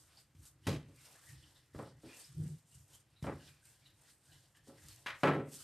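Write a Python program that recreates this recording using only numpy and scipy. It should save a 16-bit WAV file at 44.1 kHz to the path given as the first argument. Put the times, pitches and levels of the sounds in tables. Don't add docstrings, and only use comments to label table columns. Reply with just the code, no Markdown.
import sys
import numpy as np
from scipy import signal
from scipy.fft import rfft, irfft
from scipy.io import wavfile
from scipy.ndimage import uniform_filter1d

SR = 44100
rng = np.random.default_rng(int(sys.argv[2]) if len(sys.argv) > 2 else 0)


def transcribe(signal):
    frames = np.atleast_2d(signal).T
    limited = np.clip(frames, -1, 1)
    pcm = np.round(limited * 32767).astype(np.int16)
    wavfile.write(sys.argv[1], SR, pcm)


def rack_gain(trim_db):
    fader = np.asarray(trim_db, float)
    return 10 ** (fader / 20)


N = 248591
RING = 2 ** 14

# (frequency [Hz], level [dB per Hz])
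HISS = [(1760, -32), (3000, -8.5), (4930, -5.5), (6670, -2), (9020, 2.5), (10400, -7.5), (12500, -3.5),
        (13200, -9), (13500, -8.5)]


def blows():
    # (frequency [Hz], t60 [s])
    room_t60 = [(60, 0.89), (150, 0.53), (400, 0.45), (1000, 0.35), (2100, 0.49), (2900, 0.4), (6000, 0.32),
                (12000, 0.26)]
    # (frequency [Hz], level [dB], t60 [s])
    mode_rows = [(99, -6, .5), (127, -4, .55), (146, 1, .65), (183, -5, .4), (250, -8, .4), (273, 0, .45),
                 (300, -4, .45), (328, -4, .45), (345, -5, .4), (400, -6, .4), (423, -5, .4), (460, -6, .4),
                 (547, -1, .45), (574, -6, .4),
                 (650, -7, .35), (735, -8, .35), (847, -5, .35), (975, -9, .3), (1072, -3, .3), (1176, -5, .33),
           (1325, -2, .28), (1523, -7, .27), (1700, -9, .27), (1850, -9, .3), (1972, -6, .27),
           (2096, -8, .27), (2323, -6, .24)]
    share_hz = [130, 380, 1600, 6000]
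    # (frequency [Hz], level [dB])
    slope = [(55, -5.5), (90, -0.6), (700, -1.5), (2250, -1.0), (2600, 0), (3400, -1), (5000, -5.5),
             (13000, -11.0)]
    direct_db, direct_t60_s = -5, 0.065
    rise_s = 0.0015

    out, t = np.zeros(N), np.arange(RING) / SR
    centres_hz = 55 * 2 ** np.arange(0, 8.1, 1 / 3)
    octaves = np.log2(np.fft.rfftfreq(RING, 1 / SR) + 1)
    offset = octaves - np.log2(centres_hz)[:, None]
    bands = np.cos(np.pi / 2 * np.clip(3 * offset, -1, 1))
    shape = np.array([fade(along(room_t60, f)) * (1 - np.exp(-t * f / 1.55)) for f in centres_hz])
    shape *= 1 + rack_gain(direct_db) * fade(direct_t60_s)
    push = 2.2 * np.array([np.sin(2 * np.pi * f * t) * np.exp(-t * f / 3.0) for f in centres_hz])

    modes = mode_rows
    mode_hz, mode_db, _ = np.transpose(modes)
    rings = np.array([np.sin(2 * np.pi * f * t) * fade(t60) for f, _, t60 in modes])
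    slope_db = along(slope, centres_hz)
    gate = rack_gain(-6.0 / (1 + np.exp((0.095 - t) / 0.013)))

    for s, db, *share_db in contacts():
        colour = list(zip(share_hz, share_db))
        tail = irfft(rfft(rng.standard_normal(RING)) * bands, RING)
        tail /= tail.std(axis=1, keepdims=True)
        tail = tail * shape * rack_gain(2.16 * flutter(215.5, size=RING))
        room = rack_gain(along(colour, centres_hz) + slope_db - 17.5) @ (tail + push)

        sign, spread = rng.standard_normal((2, len(modes)))
        drive_db = along(colour, mode_hz) + mode_db + 3.03 * spread - 12.0
        ringing = (np.sign(sign) * rack_gain(drive_db)) @ rings

        thump_db, board_db = share_db[:2]
        bass_hz = np.clip(88 + 4.6 * (board_db - thump_db), 62, 135)
        highpass = signal.butter(4, bass_hz, "high", fs=SR, output="sos")
        add(out, s + rise_s, rack_gain(db) * signal.sosfilt(highpass, (room + ringing) * gate))
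    return out


def contacts():
    # (thump [dB], board [dB], wood [dB], crack [dB])
    soft = (2.5, -36, -23, -8.5)
    flat = (-3, -5, -12, -4.5)
    edge = (2, 0.5, -6, -38)
    wet = (-45, -25, -0.5, -12.5)
    loose = (-1, 0.5, -6.5, -25)
    # (time [s], blow [dB], extra thump [dB], extra hardness [dB])
    presses = [
        (0.348, -57, 2, 3),
        (0.429, -59, -5, -1),
        (1.287, -51.5, 1, 11.5),
        (2.748, -58, 6, -8),
        (3.224, -40, 5.5, 0.5),
        (4.844, -54, 0, -14),
    ]
    drops = [
        (0.667, -32.5, 7.5, 7),
        (0.678, -29, 0.5, -5),
        (0.711, -32, -2, -8.5),
        (0.884, -54, -4, -9),
    ]
    knocks = [
        (1.746, -47.5, 2, -2),
        (1.789, -37.5, -7.5, -4.5),
        (1.824, -49.5, 0, 3),
        (2.033, -45, -11.5, -16),
        (2.076, -59, -10, 2),
        (3.24, -40.5, 1, 1.5),
        (3.267, -34.5, -3, 1.5),
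        (3.302, -53, -3, 3),
        (4.671, -53, -2.5, -9),
        (4.694, -50.5, -22, -8.5),
    ]
    slaps = [
        (5.06, -30, -5, 0),
        (5.083, -35.5, 8, 0),
    ]
    clatter = [
        (5.232, -20.5, -7.5, 6.5),
        (5.242, -33, -20, 13),
        (5.272, -25.5, -8, 5),
        (5.282, -30, -1, -4),
        (5.35, -27, -5.5, -10),
        (5.396, -39, -5, -7),
    ]
    crack_per_hard = 0.63

    kinds = (soft, presses), (flat, drops), (edge, knocks), (wet, slaps), (loose, clatter)
    events = []
    for (thump, board, wood, crack), rows in kinds:
        for s, db, weight, hard in rows:
            events.append((s, db, thump + weight, board, wood + hard, crack + crack_per_hard * hard))
    return sorted(events)


def rubbing():
    # (time of fastest slide [s], hiss [dB], swell [s], dying [s], scuff above hiss [dB])
    rolls = [(0.0, -68, .1, 0.27, -9), (0.2, -67, 0.35, 0.089, -3.5), (0.47, -60, 0.11, .065, -9),
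             (0.67, -66, 0.07, 0.2, -1.5), (1.05, -63, 0.19, 0.79, -2.5), (1.29, -63, 0.37, 0.22, -5),
             (1.43, -72.5, 0.16, 0.13, -0.5), (1.56, -72.5, .06, 0.16, 0.5), (1.76, -64.5, 0.04, 0.22, -1),
             (2.09, -68.5, .12, 0.39, 5.5), (2.2, -57, 0.21, 0.2, -9.5), (2.47, -64.5, 0.29, 0.26, -6.5),
             (2.75, -66, 0.17, 0.26, -11.5), (2.95, -61.5, 0.11, 0.092, -7),
             (3.23, -63.5, 0.019, 0.17, 1.5), (3.48, -67.5, 0.55, 0.2, -1.5),
             (3.66, -64.5, 0.068, 0.24, -7.5), (3.88, -74, 0.35, 0.14, 1), (4.1, -66.5, 0.24, 0.13, -6.5)]
    # (time [s], hiss [dB], swell [s], dying [s], scuff above hiss [dB])
    lifts = [
        (4.26, -69, 0.1, 0.57, -10),
        (4.33, -68, 0.2, 0.33, -3),
        (4.57, -69, 0.053, 0.08, -2),
        (4.68, -65, 0.057, 0.074, -6),
        (4.9, -63, 0.3, 0.34, -2),
        (5.24, -61, 0.13, 0.18, -5.5),
        (5.54, -53, 0.073, 0.19, -9.5),
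        (5.59, -56, 0.11, .9, -9),
        (5.64, -56, 0.14, 0.12, -8.5),
    ]
    # (frequency [Hz], level [dB per Hz])
    scuff_colour = [(290, -8), (500, -1.5), (1200, -2.5), (1920, 0.5), (2300, -4), (2540, -2), (3230, -2),
                    (5500, -3), (7150, -28), (12100, -120)]
    # (frequency [Hz], level [dB per Hz])
    wide_colour = [(300, -47), (3900, -53), (4500, -1), (9000, 7.5), (10500, 3), (13000, -2.5)]

    hiss_rows, scuff_rows = [], []
    for s, db, rise, fall, above in rolls + lifts:
        hiss_rows.append((s, db, rise, fall))
        scuff_rows.append((s, db + above, rise, fall))
    hiss_db = swells(hiss_rows, -82.5)
    scuff_db = swells(scuff_rows, -84, linger=1.1)

    grain = rack_gain(hiss_db + 1.33 * flutter(90) + 1.26 * flutter(700))
    hiss = grain * mottled(HISS, [4150, 5060, 7480, 9700], 22.25, 1.07)
    scuff = rack_gain(scuff_db + 1.4 * flutter(40)) * mottled(scuff_colour, [1050, 1560, 2120, 2880], 14, 2.7)
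    side = rack_gain(-6.0) * grain * mottled(wide_colour, [6500, 9000], 16, 2.4)
    return hiss + scuff, side


def drumming():
    # (time [s], level [dB], swell [s], dying [s])
    loads = [(0.05, -74, .9, 0.82), (0.41, -59.5, 0.11, 0.16), (0.56, -66.5, 0.48, .15),
             (0.8, -65, .9, 0.8), (1.36, -63.5, 0.24, 0.43), (1.55, -76, 0.49, 0.13),
             (1.76, -46.5, 0.027, 0.047), (2.09, -64, 0.35, 0.11), (2.4, -46, 0.074, 0.07),
             (2.9, -70.5, 3.0, 0.28), (3.5, -65, 0.12, 0.2), (3.66, -74.5, .6, .9), (3.94, -74, .09, 1),
             (4.33, -69, 0.21, 0.44), (4.57, -69, 0.044, 0.26), (4.9, -63, 0.52, 0.27),
             (5.07, -63.5, 0.061, 0.23), (5.24, -63, 0.037, 0.4), (5.58, -70, .14, 3.0)]
    # (frequency [Hz], level [dB per Hz])
    drum_colour = [(12, -51), (20, -50), (38, -4), (92, 0), (141, 4), (163, -10), (217, -30), (308, -8.5),
                   (338, -13.5), (500, -68.5), (650, -81), (1100, -120)]
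    drum_db = swells(loads, -78)
    return rack_gain(drum_db + 3.2 * flutter(11)) * noise(drum_colour)


def shudder():
    # (time [s], level [dB])
    level = [
        (2.28, -80),
        (2.3, -59.5),
        (2.356, -61),
        (2.374, -45.5),
        (2.414, -39),
        (2.446, -37),
        (2.574, -53.5),
        (2.604, -72),
        (2.66, -65.5),
    ]
    # (frequency [Hz], width [Hz], level [dB])
    modes = [(101.3, 30, -7), (149.2, 17, 2), (222, 46, -19), (287, 24, -27), (369.4, 23, -26.5),
             (464, 26, -31.5)]
    push = rng.standard_normal(N)
    board = np.zeros(N)
    for hz, width_hz, db in modes:
        board += rack_gain(db) * resonance_twice(push, hz, width_hz) / np.sqrt(width_hz)
    s, db = np.transpose(level)
    level_db = np.interp(np.arange(N) / SR, s, db, -150, -150)
    return rack_gain(level_db) * board / board.std()


def wrist_ticks():
    # (time [s], level [dB], pitch [Hz], t60 [s])
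    ticks = [(0.125, -67, 4620, 0.18), (0.17, -52, 4720, 0.21), (0.9383, -77, 2280, 0.25),
             (0.9697, -59, 2260, 0.32), (1.0494, -57, 5320, 0.29), (1.1504, -57, 1740, 0.27),
             (1.2684, -51, 1860, 0.33), (1.4302, -43, 3060, 0.042), (1.5544, -59, 3630, 0.28),
             (2.0835, -54, 2460, 0.68), (2.1944, -53.5, 4660, 0.21), (2.2403, -48.5, 4970, 0.16),
             (3.1602, -61.5, 3900, 0.63), (3.39, -60, 1620, 0.68), (3.478, -59, 2440, 0.41),
             (3.621, -66, 1570, 0.98), (3.8163, -65, 2280, 0.3), (3.853, -54.5, 3820, 0.32),
             (4.09, -66, 4560, 0.19), (4.28, -62, 1590, 0.53), (4.3166, -56.5, 4000, 0.23),
             (4.5466, -60.5, 1750, 0.47), (4.7794, -61, 1950, 0.24), (4.8843, -51, 5110, 0.18),
             (4.9067, -54, 4330, 0.22)]
    out = np.zeros(N)
    for s, db, hz, t60_s in ticks:
        add(out, s, tick(db, hz, t60_s))
    return out


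def bangle():
    # (time [s], level [dB], pitch [Hz])
    touches = [(0.633, -60, 3000), (1.4285, -57, 3040), (2.128, -49, 2660), (2.7198, -61, 2880),
               (2.932, -56.5, 3130), (3.2344, -55, 2950), (3.397, -58, 2830), (3.8531, -59, 2880),
               (4.3181, -58, 2960), (4.5465, -59.5, 3060)]
    out = np.zeros(N)
    for s, db, hz in touches:
        add(out, s, tick(db, hz, t60_s=0.29))
    return out


def flour_snaps():
    # (time [s], level [dB])
    snaps = [(0.4537, -41), (0.9616, -49), (1.4272, -51), (2.0118, -71), (2.198, -44), (2.24, -46),
             (2.3804, -50), (3.654, -44), (4.8844, -35.5), (4.9607, -42), (5.541, -33)]
    out = np.zeros(N)
    for s, db in snaps:
        add(out, s, rack_gain(db - 12.0) * noise(HISS, size=RING) * fade(0.019))
    return out


def room_air():
    # (frequency [Hz], level [dB per Hz])
    air_colour = [(15, -49), (25, -7), (121, 2.5), (228, -7), (429, -11.5), (3090, -19), (6130, -44),
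                  (8630, -44), (12500, -34), (13500, -65)]
    air_db = -72.5
    return rack_gain(air_db - 4.0) * noise(air_colour), rack_gain(air_db - 20.0) * noise(air_colour)


def along(table, hz):
    f, db = np.transpose(table)
    return np.interp(np.log(hz + 1), np.log(f), db)


def noise(table, size=N):
    gain = rack_gain(along(table, np.fft.rfftfreq(size, 1 / SR)))
    y = irfft(rfft(rng.standard_normal(size)) * gain, size)
    return y / y.std()


def mottled(table, edges_hz, rate_hz, spread_db):
    spectrum = rfft(noise(table))
    band = np.searchsorted(edges_hz, np.fft.rfftfreq(N, 1 / SR))
    out = np.zeros(N)
    for k in range(len(edges_hz) + 1):
        out += rack_gain(spread_db * flutter(rate_hz)) * irfft(spectrum * (band == k), N)
    return out


def flutter(rate_hz, size=N):
    k = int(SR / rate_hz)
    steps = np.repeat(rng.standard_normal(size // k + 1), k)
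    return 1.18 * uniform_filter1d(steps, k)[:size]


def swells(rows, rest_db, linger=1):
    t, out = np.arange(N) / SR, np.full(N, float(rest_db))
    for s, db, rise_s, fall_s in rows:
        distance = np.maximum((s - t) / rise_s, (t - s) / fall_s)
        out = np.maximum(out, db - 20 / linger * distance)
    return out


def tick(db, hz, t60_s):
    ring = resonance_twice(rng.standard_normal(RING), hz, 0.13 * hz)
    attack = 1 - np.exp(-np.arange(RING) / SR / 0.0018)
    return rack_gain(db - 11.0) * ring / ring.std() * fade(t60_s) * attack


def resonance_twice(x, hz, width_hz):
    b, a = signal.iirpeak(hz, hz / width_hz, SR)
    return signal.lfilter(b, a, signal.lfilter(b, a, x))


def fade(t60_s):
    return np.exp(-np.log(1000) * np.arange(RING) / SR / t60_s)


def add(out, s, x):
    i = int(s * SR)
    out[i:i + len(x)] += x[:N - i]


def scene():
    # (frequency [Hz], level [dB])
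    ports = [(200, -56), (900, -52), (1400, -36), (1600, -23), (2100, -16), (2400, -36), (4000, -18),
             (4600, -11), (13000, -12)]
    rub, wide = rubbing()
    air, air_side = room_air()
    mid = blows() + rub + drumming() + shudder() + wrist_ticks() + bangle() + flour_snaps() + air

    scatter = rng.standard_normal(RING) * fade(0.17)
    scatter = rfft(scatter / np.sqrt(np.sum(scatter ** 2)), N)
    port_gain = rack_gain(along(ports, np.fft.rfftfreq(N, 1 / SR)))
    side = irfft(rfft(mid) * scatter * port_gain, N)
    side += wide + air_side
    side += rack_gain(-10.5) * resonance_twice(mid, 1900.0, 1000.0)
    return np.array([mid + side, mid - side])


def roll_off(x):
    return signal.sosfilt(signal.butter(12, 13710, fs=SR, output="sos"), x)


def record(dry):
    dry = signal.sosfilt(signal.butter(2, 55, "high", fs=SR, output="sos"), dry)
    dry = signal.sosfilt(signal.ellip(10, 0.3, 60, 13150, fs=SR, output="sos"), dry)
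    mid, side = (dry[0] + dry[1]) / 2, (dry[0] - dry[1]) / 2

    narrow_db, threshold_db, window_s = -8, 4.5, 0.041
    k = int(window_s * SR)
    treble = np.diff(mid, 2, prepend=[0, 0])
    treble_db = 10 * np.log10(uniform_filter1d(treble ** 2, k) + 1e-18)
    rise_db = treble_db - np.roll(treble_db, k)
    side = side * rack_gain(narrow_db * np.clip(rise_db - threshold_db, 0, 1))
    return roll_off(np.array([mid + side, mid - side]))


dry = scene()
out = record(dry)
transcribe(out)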